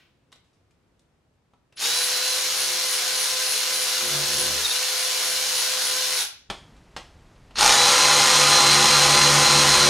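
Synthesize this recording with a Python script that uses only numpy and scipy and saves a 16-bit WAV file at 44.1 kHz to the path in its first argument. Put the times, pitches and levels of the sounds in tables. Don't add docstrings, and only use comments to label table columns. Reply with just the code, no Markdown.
import sys
import numpy as np
from scipy import signal
from scipy.fft import rfft, irfft, next_fast_len
from scipy.io import wavfile
from scipy.ndimage import uniform_filter1d

SR = 44100
rng = np.random.default_rng(int(sys.argv[2]) if len(sys.argv) > 2 else 0)


def decibels_to_gain(level_db):
    exponent = np.asarray(level_db, float) / 20
    return 10 ** exponent


def persist_wave(psi):
    counts = np.round(np.clip(psi, -1, 1) * 32767).astype(np.int16)
    wavfile.write(sys.argv[1], SR, np.atleast_2d(counts).T)


N = 436149
TIME = np.arange(N) / SR
GEAR_RATIO = 511.5 / 71.9
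TURN_STROKES = 21.3


def level(x, db):
    return x * decibels_to_gain(db) / np.sqrt(np.mean(x ** 2))


def colour(x, points, peaks=()):
    size = next_fast_len(x.shape[-1])
    hz = np.maximum(np.arange(size // 2 + 1) * SR / size, 1)
    point_hz, point_db = np.transpose(points)
    db = np.interp(np.log(hz), np.log(point_hz), point_db)
    for centre, width, lift_db in peaks:
        db = db + lift_db / (1 + (2 * (hz - centre) / width) ** 2)
    return irfft(rfft(x, size) * decibels_to_gain(db), size)[..., :x.shape[-1]]


def walk(rate, size):
    hold = int(SR / rate)
    steps = np.repeat(rng.standard_normal(size // hold + 1), hold)
    return 1.306 * uniform_filter1d(uniform_filter1d(steps, hold), hold)[:size]


def floor(points, db, side_db):
    mid, side = colour(rng.standard_normal((2, N)), points) * decibels_to_gain(walk(3.3, N))
    side = colour(side, [(60, -14), (400, -3), (3000, 0.5)])
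    stereo = mid + decibels_to_gain(side_db) * side * np.array([[1], [-1]])
    return colour(level(stereo, db), [(8000, 0.0), (12000, -3), (16000, -17.5)])


def room(x, t60, treble_t60, wet_db, side_db):
    t = np.arange(int(.7 * SR)) / SR
    noise = rng.standard_normal((3, len(t)))
    low = signal.sosfilt(signal.butter(2, 5000, fs=SR, output="sos"), noise)
    tails = low * decibels_to_gain(-60 * t / t60) + (noise - low) * decibels_to_gain(-60 * t / treble_t60)
    tails = tails * np.clip(t / 0.0031, 0, 1)
    mids = colour(tails[:2], [(200, -1.5), (3000, -0.37), (14000, -1)])
    side = colour(tails[2], [(200, -7), (1300, -7.0), (4400, 1.5), (14000, 2.5)])
    scale = decibels_to_gain(wet_db) / np.sqrt(np.sum(mids[0] ** 2))
    shift = 2 * np.pi * 3 * TIME + walk(4, N)
    patterns = x * np.array([np.cos(shift), np.sin(shift)])
    mid = signal.oaconvolve(patterns, scale * mids, axes=1)[:, :N].sum(axis=0)
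    side = signal.oaconvolve(x, scale * side)[:N]
    return x + mid + decibels_to_gain(side_db) * side * np.array([[1], [-1]])


def fading_clatter():
    echo = colour(rng.standard_normal(N), [(500, -20), (1500, -4), (3000, -1), (5000, -10), (9000, -26)])
    return level(echo, -58) * (np.exp(-TIME / 0.043) + .08 * np.exp(-TIME / .5))


def taps(events, body, top_db):
    out = np.zeros(N + SR)
    t = np.arange(SR // 4) / SR - .005
    contact_s = .0022
    for s, db, hz, decay_s, tilt_db in events:
        shape = [(100, -3 * tilt_db - 6.5), (800, -2 * tilt_db), (3200, 7.5), (9000, 1.1 * tilt_db),
                 (15500, top_db), (16200, -70)]
        fade = np.exp(-t / decay_s) + .2 * np.exp(-t / (4 * decay_s))
        fade = fade * np.clip(.3 + t / contact_s, 0, 1) * (t >= 0)
        tick = 2.2 * (np.arange(len(t)) == np.argmax(fade))
        tap = colour(rng.standard_normal(len(t)) * fade + tick, shape, [(hz, 250, 7)] + body)
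        tap = tap * np.clip(1 + t / .0006, 0, 1)
        start = int((s + t[0]) * SR)
        out[start:start + len(t)] += decibels_to_gain(db + 4) * tap / np.abs(tap).max()
    return out[:N]


def jolt(s, db, hz, length_s):
    return decibels_to_gain(db) * np.sin(2 * np.pi * hz * (TIME - s)) * np.exp(-((TIME - s) / length_s) ** 2)


def shaft_speed(t, pull, spin_up):
    _, catch_s, release_s, full_hz = pull
    bind_s, lost_hz, sink_s, recover_s = 4.69, 86, .072, .04
    crawl_hz, coast_hz_per_s = 230, 980
    sinking = np.clip(1 + (t - bind_s) / sink_s, 0, 1)
    bind = np.where(t < bind_s, sinking, np.exp(-np.abs(t - bind_s) / recover_s))
    lag = sum(lag_hz * np.exp((catch_s - t) / lag_s) for lag_hz, lag_s in spin_up)
    coast = coast_hz_per_s * np.maximum(t - release_s, 0)
    return np.maximum(full_hz - lag - lost_hz * bind - coast, crawl_hz), bind


def effort(t, pull, bind):
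    age = np.maximum(t - pull[0], 0)
    after = np.maximum(t - pull[2] - .04, 0)
    start = -30 * np.clip(1 - age / .0087, 0, 1) - 29 * np.exp(-(age / .037) ** 1.5)
    return start + 6.5 * np.exp(-age / .077) - 2 * bind - 38 * (10 * after) ** 1.73


def motor_whine(t, hz, shaft, load_db, slow, motor, shade, whine_db, flutter_db, ring_db):
    size = len(t)
    lines = sum(decibels_to_gain(db + load_db - 18 * slow + walk(12, size)) * np.sin(k * shaft) for k, db in motor)
    slot_db = whine_db + ring_db * np.exp(-((8 * hz - 3720) / 170) ** 2)
    slot_db = slot_db - 1.2 * np.clip(452 - hz, 0, 25)
    shading = sum(db * ((t > a) & (t < b)) for a, b, db in shade)
    slot_db = slot_db + uniform_filter1d(shading, SR // 25) + np.minimum(load_db, 0)
    return lines + decibels_to_gain(slot_db + (flutter_db + 5.3 * slow) * walk(45, size)) * np.sin(8 * shaft)


def crank_hum(t, crank, load_db, slow, bearing, crank_db, rest_db, hum_share, wobble_s, wobble):
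    size = len(t)
    running_db = np.minimum(load_db, 0)
    s, push_db, grip_db = np.transpose(bearing)
    first_db = np.interp(t, s, push_db) + running_db
    second_db = np.interp(t, s, grip_db)
    press_db = np.clip(second_db - np.median(second_db), -12, 14)
    hum_db = rest_db + hum_share * press_db + running_db + 1.9 * walk(10, size)
    slack = np.sin((crank - np.interp(wobble_s, t, crank)) / (2 * TURN_STROKES))
    slack_db = 10 * np.log10(1 - min(wobble, .99) * (1 - slack ** 2) ** 4)
    second_db = second_db + running_db + slack_db + 1.6 * walk(14, size)
    hum = decibels_to_gain(first_db) * np.sin(crank) + decibels_to_gain(second_db) * np.sin(2 * crank + 0.11 * walk(25, size))
    for k, db in enumerate(crank_db, 3):
        sway_db = (1.2 + 0.2 * k) * walk(13, size)
        drift = 0.083 * k * walk(25, size)
        base_db = hum_db if k < 6 else rest_db + load_db - 6.8 * slow
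        hum = hum + decibels_to_gain(db + sway_db + base_db) * np.sin(k * crank + drift + k * k)
    rumble = colour(rng.standard_normal(size), [(40, -14), (200, -6.0), (350, -4.5), (600, -2.5), (2000, -60)])
    return hum + decibels_to_gain(hum_db + 0.54 * np.maximum(hum_db - rest_db, 0)) * level(rumble, -11.5)


def gear_rattle(blow, slam, slow, rattle, housing, gate, start_slam, grit_db):
    teeth = rng.standard_normal(len(blow)) * decibels_to_gain(grit_db * walk(900, len(blow)))
    gating = (1 + gate * slam + 1.6 * start_slam * slow * blow ** 2) / (1 + .14 * start_slam * slow)
    return level(colour(teeth * gating, rattle, housing), 0)


def pawl_thud(blow, thud_db):
    push = .5 * rng.standard_normal(len(blow)) * blow + 3 * blow ** 8
    return level(colour(push, [(300, -29), (850, -9), (3000, -40)], [(842, 150, 13.0)]), thud_db)


def pawl_squeal(t, crank, slam, squeal_db):
    size = len(t)
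    angle = (crank - np.interp(2.92, t, crank)) / TURN_STROKES
    socket = .5 + .5 * np.cos(angle + .12 * walk(5, size))
    ring = colour(rng.standard_normal(size) * (0.14 + slam),
                  [(6000, -46.5), (9000, -11), (15500, -29.5), (16200, -60)],
                  [(10270, 250, 4), (10380, 1350, 14), (13800, 400, 11)])
    return level(ring * (0.22 + socket ** 1.4) * decibels_to_gain(1.8 * walk(40, size)), squeal_db)


def chopper(t, pwm_db):
    age = t - t[0] - .003
    return decibels_to_gain(pwm_db) * np.sin(2 * np.pi * (9700 + 9000 * age) * age) * np.exp(-((age - .023) / .016) ** 6)


def ratchet(pull, spin_up, bearing, shade, steady_db, whine_db, flutter_db, ring_db, rest_db, hum_share,
            wobble_s, wobble, rattle, housing, motor, crank_db, slam_s, start_slam, thud_db, squeal_db, pwm_db):
    on = (TIME >= pull[0] - .011) & (TIME <= pull[2] + .135)
    t = TIME[on]
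    hz, bind = shaft_speed(t, pull, spin_up)
    load_db = effort(t, pull, bind)
    shaft = 2 * np.pi * np.cumsum(hz * (1 + 0.00104 * walk(30, len(t)))) / SR
    crank = (shaft - np.interp(slam_s, t, shaft)) / GEAR_RATIO
    slow = np.clip(1 - hz / hz.max(), 0, .15) / 0.23
    lines = motor_whine(t, hz, shaft, load_db, slow, motor, shade, whine_db, flutter_db, ring_db)
    lines = lines + crank_hum(t, crank, load_db, slow, bearing, crank_db, rest_db, hum_share, wobble_s, wobble)
    turn = crank / (2 * np.pi) % 1
    blow = np.exp(-turn / .15)
    slam = blow + .5 * np.exp(-((turn + .5) % 1) / .15)
    gears = gear_rattle(blow, slam, slow, rattle, housing, gate=.44, start_slam=start_slam, grit_db=1.5)
    thud = decibels_to_gain(np.minimum(load_db, 0)) * slow ** 1.2 * pawl_thud(blow, thud_db)
    driven = gears + pawl_squeal(t, crank, slam, squeal_db) + thud
    free = np.exp(-(np.maximum(t - pull[0], 0) / .034) ** 4)
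    pinion = colour(gears, [(500, -7), (1500, 0.5), (4300, 6), (6500, -3), (9000, -6), (14000, -14)])
    out = np.zeros((2, N))
    out[0, on] = np.sqrt(2) * lines + chopper(t, pwm_db)
    out[1, on] = decibels_to_gain(steady_db + load_db) * (free * pinion + (1 - free) * driven)
    return out


def far_view():
    # frequency in Hz, level in dB per Hz of the garage air.
    air = [(12, -54), (20, -28), (32, -21), (49, -10), (68, -8.5), (127, -10.5), (158, -10.5), (187, -16.5),
           (241, -14.5), (16000, -49.5)]
    # start in seconds, peak in dB, ring in Hz, decay in seconds, tilt in dB an octave.
    clicks = [
        (0.3185, -48, 4370, 0.005, -3),
        (0.3255, -38, 3900, 0.0045, -3),
        (0.358, -51, 5600, 0.006, -4),
        (0.44, -66, 3800, 0.05, -1),
        (0.53, -66, 5500, 0.025, 1),
        (0.7082, -59, 2100, 0.005, -1),
        (0.9935, -57, 3520, 0.005, 8),
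        (1.3374, -70, 1100, 0.005, -1),
        (1.535, -53, 1000, 0.0043, -9),
        (1.724, -51, 2690, 0.005, -4),
    ]
    # frequency in Hz, level in dB per Hz.
    gear_tone = [(150, -45), (300, -32), (450, -16), (700, -12.5), (1100, -9.5), (2300, -6), (4400, -3.5),
                 (6500, -3.5), (7800, -9.5), (9500, -7), (12000, -12), (15000, -20), (15800, -26),
                 (16300, -70)]
    # centre in Hz, width in Hz, lift in dB.
    shell = [(1514, 230, 4.5), (2940, 130, 3), (3520, 140, 1.5), (4270, 1000, 4), (5590, 210, 4.5),
             (6650, 490, 2.5)]
    # multiple of the shaft speed, level in dB.
    orders = [(1, -44), (2, -48), (4, -50)]
    harmonics = [-12.5, -17, -4.5, -1.5, -2, -8.5, -3, -2, -8, -10.5]
    # missing speed in Hz, time constant in seconds.
    lags = [(250, .03), (60, .16)]
    # time in seconds, push (first harmonic) in dB, grip (second) in dB.
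    lean = [
        (1.9, -74, -63.5),
        (2.7, -79, -68),
        (3.98, -79, -68),
        (4.16, -57, -35.5),
        (4.3, -54, -49),
        (4.55, -48, -47),
        (4.62, -49.5, -54.5),
        (4.72, -62.5, -70.5),
        (5.0, -80.5, -67),
    ]
    # from seconds, to seconds, change in dB.
    vents = [
        (1.798, 1.828, -9),
        (1.855, 1.87, -8),
        (1.89, 1.93, 4),
        (1.925, 2.063, 10.5),
        (2.06, 2.12, 6),
        (2.125, 2.352, 11.5),
        (4.6, 4.65, 1),
        (4.72, 4.74, -4),
        (4.74, 4.8, 9),
    ]
    lines, gears = ratchet(
        (1.761, 1.755, 6.165, 511.8), lags, lean, vents, steady_db=-24.5, whine_db=-44, flutter_db=2.0,
        ring_db=18, rest_db=-54.5, hum_share=0.68, wobble_s=4.285, wobble=.6, rattle=gear_tone,
        housing=shell, motor=orders, crank_db=harmonics, slam_s=1.842, start_slam=.8, thud_db=-15,
        squeal_db=-11, pwm_db=-49)
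    struck = decibels_to_gain(-2.5) * (gears + taps(clicks, [], top_db=-24) + fading_clatter())
    view = room(struck + 0.23 * lines, t60=0.43, treble_t60=0.29, wet_db=-5.0, side_db=-0.5) + 0.76 * lines
    return view + floor(air, -66.5, side_db=-2.5)


def near_view():
    # frequency in Hz, level in dB per Hz of the garage air.
    air = [(12, -31), (20, 4.5), (150, -8.5), (193, -11), (485, -18.5), (660, -19.5), (923, -21),
           (6720, -36.5), (14300, -47.5), (16000, -68)]
    # start in seconds, peak in dB, ring in Hz, decay in seconds, tilt in dB an octave.
    knocks = [
        (6.4998, -19, 3340, 0.0093, -5.5),
        (6.7644, -54, 1170, 0.009, -2),
        (6.964, -22, 3340, 0.0091, -5.5),
        (7.3607, -55.5, 1000, 0.009, -7),
        (7.5078, -45, 2940, 0.0082, -8.5),
    ]
    # centre in Hz, width in Hz, lift in dB.
    casting = [(795, 110, 7.5), (1550, 210, -5), (2190, 200, -4), (4240, 360, 4)]
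    # centre in seconds, level in dB, pitch in Hz, length in seconds.
    jolts = [
        (6.512, -40, 205, .011),
        (6.978, -41.5, 188, .011),
        (7.66, -37, 38, .055),
    ]
    # frequency in Hz, level in dB per Hz.
    gear_tone = [(120, -23), (250, -20), (450, -16), (700, -12), (1000, -6), (1700, -9), (2600, -8),
                 (4400, -7), (6500, -7.5), (7500, -16.5), (9000, -15), (12500, -26.5), (15000, -35),
                 (15600, -70)]
    # centre in Hz, width in Hz, lift in dB.
    shell = [(814, 57, 9.2), (1216, 70, 4.3), (1390, 71, 6.1), (3340, 53, 2), (4163, 62, 5.3),
             (5370, 100, 1.6), (6870, 310, 3.8), (8400, 240, 7.1), (9120, 200, 5.2), (10300, 100, 1.6)]
    # multiple of the shaft speed, level in dB.
    orders = [(1, -38), (2, -30), (4, -37), (16, -45)]
    harmonics = [-8.5, -10.5, -4.5, -11.5, -1.5, -6, -26, -23, -11.5, -8.5]
    # missing speed in Hz, time constant in seconds.
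    lags = [(110, .028), (128, .1)]
    # time in seconds, push (first harmonic) in dB, grip (second) in dB.
    lean = [
        (7.6, -55, -46),
        (7.88, -66, -44.5),
        (8.44, -64, -37),
        (8.7, -48, -34),
        (9.1, -47, -32.5),
        (9.24, -45, -29),
        (9.6, -44, -29.5),
        (9.75, -41, -34.5),
        (9.89, -44, -29),
    ]
    # from seconds, to seconds, change in dB.
    vents = [
        (7.54, 7.765, -11),
        (7.78, 7.84, 3),
        (7.885, 7.953, -11),
        (8.21, 8.287, -6),
        (8.4, 8.46, -3),
        (8.553, 8.75, 2.5),
        (9.06, 9.1, -6),
        (9.32, 9.426, -10),
        (9.63, 9.703, -10),
    ]
    lines, gears = ratchet(
        (7.549, 7.59, 10.5, 511.6), lags, lean, vents, steady_db=-16.0, whine_db=-24, flutter_db=1.25,
        ring_db=6.0, rest_db=-34, hum_share=0.77, wobble_s=8.59, wobble=1.0, rattle=gear_tone,
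        housing=shell, motor=orders, crank_db=harmonics, slam_s=7.662, start_slam=1.3, thud_db=-4.5,
        squeal_db=-25.0, pwm_db=-60)
    struck = decibels_to_gain(-1.5) * (gears + taps(knocks, casting, top_db=-32))
    view = room(struck + 0.14 * lines, t60=0.35, treble_t60=0.36, wet_db=-5.5, side_db=0) + 0.82 * lines
    mono = (view + floor(air, -51.5, side_db=-3)).mean(axis=0)
    mono = colour(mono, [(22, -8), (45, 0), (15100, 0), (15600, -40)])
    return mono + sum(jolt(*row) for row in jolts)


def scene():
    cut = np.clip((TIME - 6.489) / .008, 0, 1)
    balance = decibels_to_gain(np.array([[.25], [-.25]]))
    return (1 - cut) * far_view() * balance + cut * near_view()


def band_limit(x):
    return signal.sosfilt(signal.butter(12, 16400, fs=SR, output="sos"), x)


def record(dry):
    soft = np.tanh(0.93 * dry) / 0.87
    mix = signal.sosfilt(signal.ellip(8, .2, 70, 15750, fs=SR, output="sos"), soft)
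    return band_limit(mix)


dry = scene()
out = record(dry)
persist_wave(out)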